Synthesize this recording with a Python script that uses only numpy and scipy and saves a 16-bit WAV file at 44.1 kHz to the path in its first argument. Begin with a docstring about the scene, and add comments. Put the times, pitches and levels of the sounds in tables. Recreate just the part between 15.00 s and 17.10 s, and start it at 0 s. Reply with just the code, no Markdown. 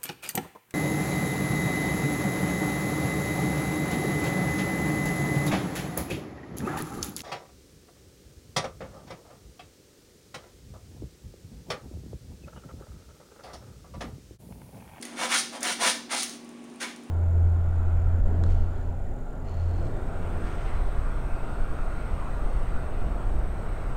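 """A cat rakes granular litter in a plastic box in a small tiled room, picked up in mono.
Each paw stroke is a dense run of grain slips: filtered noise clicks rumble and rasp through the
resonances of the tub, while a third run of slips goes straight into the air as a hiss of pushed grit.
Soft thuds of the paw, claw taps and single granules ticking on the plastic join in; the hard walls
answer with a noise tail. Behind it a fan hums faintly: wavering tones over a soft rush of air."""
import sys
import numpy as np
from scipy import signal
from scipy.fft import rfft, irfft
from scipy.io import wavfile

SR = 44100
rng = np.random.default_rng(int(sys.argv[2]) if len(sys.argv) > 2 else 0)


def unload_wav(signal):
    """Save mono or channel-first audio to the path in sys.argv[1] as 16-bit WAV at rate SR, clipped to [-1, 1]."""
    wavfile.write(
        sys.argv[1],
        SR,
        np.round(np.clip(np.atleast_2d(signal).T, -1, 1) * 32767).astype(np.int16),
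    )


N = 92610   # length in samples
T = np.arange(N) / SR   # time in s

# Paw strokes: start [t/s], rise [t/s], hold [t/s], lag of the grit [t/s], rise of the grit [t/s],
# rumble before the tub [level/dB], rasp before the tub [level/dB], grit hiss [level/dB]
STROKES = [(0.019, 0.046, 0.18, 0.014, 0.026, -52.5, -54.5, -56.5),
           (0.145, .09, 0.018, -.004, 0.1, -34.5, -32.5, -36.5),
           (0.275, .065, 0.0091, -0.02, 0.13, -39.5, -25, -27),
           (0.36, 0.018, 0.0048, -0.021, 0.018, -68, -54, -50),
           (0.512, 0.032, 0.028, -0.0028, 0.029, -42, -46, -46.5),
           (0.6, 0.065, 0.046, -0.0017, 0.084, -39, -31.5, -33.5),
           (0.776, 0.047, 0.016, 0.012, 0.04, -31.5, -32.5, -28.5),
           (0.821, 0.034, 0.027, 0.012, 0.042, -34, -25, -26),
           (1.083, 0.056, 0.014, 0.0089, 0.038, -36, -30.5, -32.5),
           (1.147, 0.037, 0.031, -0.012, 0.041, -66, -44.5, -32),
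           (1.217, .01, 0.011, -0.0024, 0.0089, -55, -42, -32.5),
           (1.277, 0.023, 0.052, 0.0017, .025, -69, -56.5, -51),
           (1.791, 0.035, .018, 0.0068, .012, -44.5, -34, -38.5),
           (1.858, 0.027, 0.022, -0.0019, 0.023, -56, -51, -52.5)]
# Spectra of the strokes, shape only: [f/Hz], [relative level/dB]
RUMBLE_SPECTRUM = [(60, -23.5), (140, -25), (200, -4), (330, -3), (430, -11), (650, 0.5), (900, -1),
                   (1400, -8), (3000, -21), (16000, -65)]
RASP_SPECTRUM = [(100, -52), (400, -34), (800, -9.5), (1300, 0), (2200, 1), (2700, -5), (4500, -9.5),
                 (7000, -10), (10000, -21.5), (16000, -30)]
GRIT_SPECTRUM = [(200, -62), (1200, -29), (2600, -5), (3800, 1), (5000, 0), (6200, 0), (7900, -5.5),
                 (9200, 5), (9900, -1.5), (10800, -14.5), (13000, -23.5), (16000, -24)]
# Resonances of the plastic tub: centre [f/Hz], width [f/Hz], level before TUB_DB [level/dB]
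TUB_MODES = [(522, 33, 5.5), (642, 47, 1), (683, 35, -3.5), (770.6, 7, 4.5), (830, 24, 0.5), (986, 70, -3),
             (1287, 32, 3), (1396, 18, 4.5), (1557, 44, -6), (1793, 10, -2), (1874, 31, -4.5),
             (2065, 33, -6), (2240, 96, -2.5), (2390, 12, -15), (2810, 160, -1), (3170, 19, 6),
             (3492, 77, 8.5)]
# The paw presses down: start [t/s], hold [t/s], force [level/dB]
THUDS = [(0.617, 0.067, -43), (0.805, 0.073, -41)]
# Spectrum of a thud, shape only: [f/Hz], [relative level/dB]
THUD_SPECTRUM = [(50, -27), (110, -18), (180, -7.5), (260, 2), (350, -0.5), (520, 3), (700, 6), (1200, -23),
                 (16000, -70)]
# A claw taps the wall of the box: start [t/s], force [level/dB]
CLAW_TAPS = [(0.0244, -32.5), (0.028, -32), (0.0519, -35)]
# Spectrum of a claw tap, shape only: [f/Hz], [relative level/dB]
CLAW_SPECTRUM = [(300, -21), (1300, -12.5), (1950, 4.5), (2700, -3), (4000, 1), (4500, -3), (5000, 3),
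                 (5600, -9), (7300, -7), (8500, -9), (9400, 6), (10200, -6), (11000, -16), (16000, -22)]
# Single granules hit the plastic: time [t/s], click [level/dB], patter of its neighbours [level/dB]
TICKS = [(0.0128, -31.5, -46), (0.0526, -25, -39), (0.361, -16, -28), (0.607, -25, -35),
         (0.631, -4.5, -25.5), (0.674, -17, -31), (1.2311, -6, -23), (1.296, -16, -44), (1.446, -36, -52),
         (1.4913, -31, -51.5), (1.6413, -36, -51), (1.66, -48, -72), (1.70, -37, -68), (1.74, -38, -58),
         (1.759, -37, -56), (1.8335, -26, -50), (1.9625, -26, -58), (2.035, -40, -52)]
# Spectrum of granules on plastic, shape only: [f/Hz], [relative level/dB]
TICK_SPECTRUM = [(300, -20), (1500, -25), (3300, -11), (4700, -4.5), (6000, 3), (7000, 3), (8100, -4),
                 (9300, 7), (10000, 1.5), (11000, -8), (13000, -15), (16000, -11)]
# Decay of the room: band centre [f/Hz], time to fall by 60 dB [t/s]
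ROOM_T60 = [(250, 0.41), (800, 0.36), (2000, 0.37), (4500, 0.45), (9000, 0.28), (15000, 0.42)]
# Hum tones of the fan: [f/Hz], rms about which it wavers [level/dB]
HUM = [(59.3, -75), (166, -73), (237, -47.5), (255, -60.5), (287, -57), (356, -59), (830, -67), (1126, -67)]
# Spectrum of the fan's air, shape only: [f/Hz], [relative level/dB]
FAN_AIR_SPECTRUM = [(25, -47), (40, -39), (60, -25), (110, -21), (170, -8), (280, -2), (370, -3.5),
                    (470, -11), (1000, -16.5), (1500, -21), (2500, -21), (4500, -29), (8000, -31.5),
                    (9400, -28), (11000, -45), (16000, -45)]

RELEASE_S, GRIT_RELEASE_S = 0.018, 0.014   # decay as the paw lifts; decay of the grit
SLIPS_PER_S, SLIP_SPREAD_DB = 9000, 2
JUDDER_DB, JUDDER_PER_S = 1.46, 120   # the paw catches and slips
TUB_DB, THROUGH_TUB_DB = -0.5, -2.5   # all resonances; everything heard through the tub
THUD_RISE_S, THUD_DECAY_S = 0.0048, 0.015
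CLAW_RISE_S, CLAW_DECAY_S = 0.00043, 0.0033
PATTER_DECAY_S = 0.0039
ROOM_DB, ROOM_DELAY_S = -3.5, 0.004
HUM_WAVER_DB, HUM_WAVER_RAD, HUM_WAVER_HZ = 0.5, 0.066, 2.5
FAN_AIR_DB = -49
BASS_CUT_HZ, CUTOFF_HZ = 42, 16000


def paw():
    """Strokes drive three runs of grain slips: rumble and rasp through the tub, grit into the air."""
    rumble = rasp = grit = 0
    for start, rise, hold, lag, grit_rise, rumble_db, rasp_db, grit_db in STROKES:
        force = push(start, rise, hold, RELEASE_S)
        grit_force = push(start + lag, grit_rise, hold, GRIT_RELEASE_S)
        # overlapping strokes add as power
        rumble = np.hypot(rumble, from_db(rumble_db) * force)
        rasp = np.hypot(rasp, from_db(rasp_db) * force)
        grit = np.hypot(grit, from_db(grit_db) * grit_force)
    rumble = grain_run(rumble, RUMBLE_SPECTRUM)
    rasp = grain_run(rasp, RASP_SPECTRUM)
    grit = grain_run(grit, GRIT_SPECTRUM)
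    return from_db(THROUGH_TUB_DB) * tub(rumble + rasp) + grit


def push(start, rise, hold, release):
    """Force of one press: eases in, holds, dies away exponentially."""
    ease_in = np.sin(np.pi / 2 * np.clip((T - start) / rise, 0, 1)) ** 2
    die_away = np.exp(-np.maximum(T - start - rise - hold, 0) / release)
    return ease_in * die_away


def grain_run(level, spectrum):
    """Dense grain slips follow the stroke's level, roughened by the judder of the paw."""
    judder = from_db(JUDDER_DB * drift(JUDDER_PER_S))
    return colour(level * judder * slips(SLIPS_PER_S, SLIP_SPREAD_DB), spectrum)


def slips(rate, spread_db):
    """Random clicks of either sign and uneven size, at a mean rate per second; rms 1."""
    sizes = from_db(spread_db * np.minimum(rng.exponential(1, N), 5))
    signs = rng.choice([-1, 1], N)
    happens = rng.random(N) < rate / SR
    return rms_one(sizes * signs * happens)


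def tub(x):
    """The plastic walls add their resonances to whatever shakes them."""
    out = x.copy()
    for hz, width, db in TUB_MODES:
        r = np.exp(-np.pi * width / SR)
        feed = np.array([1, 0, -1]) * (1 - r * r) / 2   # unit gain near the peak
        feedback = [1, -2 * r * np.cos(2 * np.pi * hz / SR), r * r]
        out += from_db(db + TUB_DB) * signal.lfilter(feed, feedback, x)
    return out


def thuds():
    """The paw's weight comes down on the litter: a soft, dull knock of shaped noise."""
    force = sum(from_db(db) * push(start, THUD_RISE_S, hold, THUD_DECAY_S)
                for start, hold, db in THUDS)
    return colour(force * rng.standard_normal(N), THUD_SPECTRUM)


def claws():
    """Each tap is a tiny skid on the plastic: a brief run of slips, with a peak near 2 kHz."""
    force = sum(from_db(db) * push(start, CLAW_RISE_S, 0, CLAW_DECAY_S) for start, db in CLAW_TAPS)
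    return colour(force * slips(12000, 1.2), CLAW_SPECTRUM)


def granules():
    """A sharp click for each granule, with a brief dying patter of its neighbours."""
    clicks, patter = np.zeros(N), np.zeros(N)
    for start, click_db, patter_db in TICKS:
        i = int(start * SR)
        clicks[i] += from_db(click_db)
        patter[i:] += from_db(patter_db) * np.exp(-T[:N - i] / PATTER_DECAY_S)
    patter = patter * slips(9000, 2.5)
    return colour(clicks + patter, TICK_SPECTRUM)


def room(x):
    """Hard walls: a dense noise tail that dies at its own rate in each band."""
    t = T[:int(0.75 * SR)]
    white = rfft(rng.standard_normal(len(t)))
    hz = np.arange(len(t) // 2 + 1) * SR / len(t)
    centres, t60s = np.transpose(ROOM_T60)
    tail = np.zeros(len(t))
    for band, t60 in zip(np.eye(len(centres)), t60s):
        weight = np.interp(hz, centres, band)   # crossfades into the neighbouring bands
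        tail += irfft(white * weight, len(t)) * from_db(-60 * t / t60)
    tail *= t > ROOM_DELAY_S
    return x + from_db(ROOM_DB) * signal.fftconvolve(x, tail / np.linalg.norm(tail))[:N]


def fan():
    """Tones that waver slightly in level and phase, over a soft rush of air."""
    hum = 0
    for hz, db in HUM:
        level = from_db(db + HUM_WAVER_DB * drift(HUM_WAVER_HZ))
        phase = 2 * np.pi * (hz * T + rng.random()) + HUM_WAVER_RAD * drift(HUM_WAVER_HZ)
        hum = hum + level * np.sqrt(2) * np.sin(phase)
    return hum + from_db(FAN_AIR_DB) * colour(rng.standard_normal(N), FAN_AIR_SPECTRUM)


def from_db(db):
    """Decibels to gain."""
    return 10 ** (np.asarray(db) / 20)


def rms_one(x):
    """Scale to rms 1."""
    return x / np.sqrt(np.mean(x ** 2) + 1e-20)


def drift(rate):
    """Smooth random wander of rms about 1: noise through a two-pole lowpass at rate Hz."""
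    step = 40   # samples between computed points
    r = np.exp(-2 * np.pi * rate * step / SR / 1)
    noise = rng.standard_normal(N // step + 2002)
    slow = signal.lfilter([1], [1, -2 * r, r * r], noise)[2000:]   # drop the settling
    return np.interp(np.arange(N) / step, np.arange(len(slow)), rms_one(slow))


def colour(x, points):
    """Minimum-phase filter of unit energy that follows a spectrum."""
    size = 8192
    hz, db = np.transpose(points)
    bins_hz = np.arange(size // 2 + 1) * SR / size
    gain = from_db(np.interp(np.log(bins_hz + 1), np.log(hz), db))
    # folding the cepstrum makes the response causal
    cepstrum = irfft(np.log(gain))
    cepstrum[1:size // 2] *= 2
    cepstrum[size // 2 + 1:] = 0
    response = irfft(np.exp(rfft(cepstrum)))
    return signal.fftconvolve(x, response / np.linalg.norm(response))[:N]


def scene():
    """The litter box in its room, over the fan, which is added without the room's tail."""
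    box = paw() + thuds() + claws() + granules()
    return (room(box) + fan())[None]


def record(dry):
    """The microphone loses the deepest bass; the top is cut steeply."""
    bass_cut = signal.butter(4, BASS_CUT_HZ, "high", fs=SR, output="sos")
    top_cut = signal.ellip(12, 0.2, 70, CUTOFF_HZ, fs=SR, output="sos")
    return signal.sosfilt(top_cut, signal.sosfilt(bass_cut, dry))


dry = scene()
out = record(dry)
unload_wav(out)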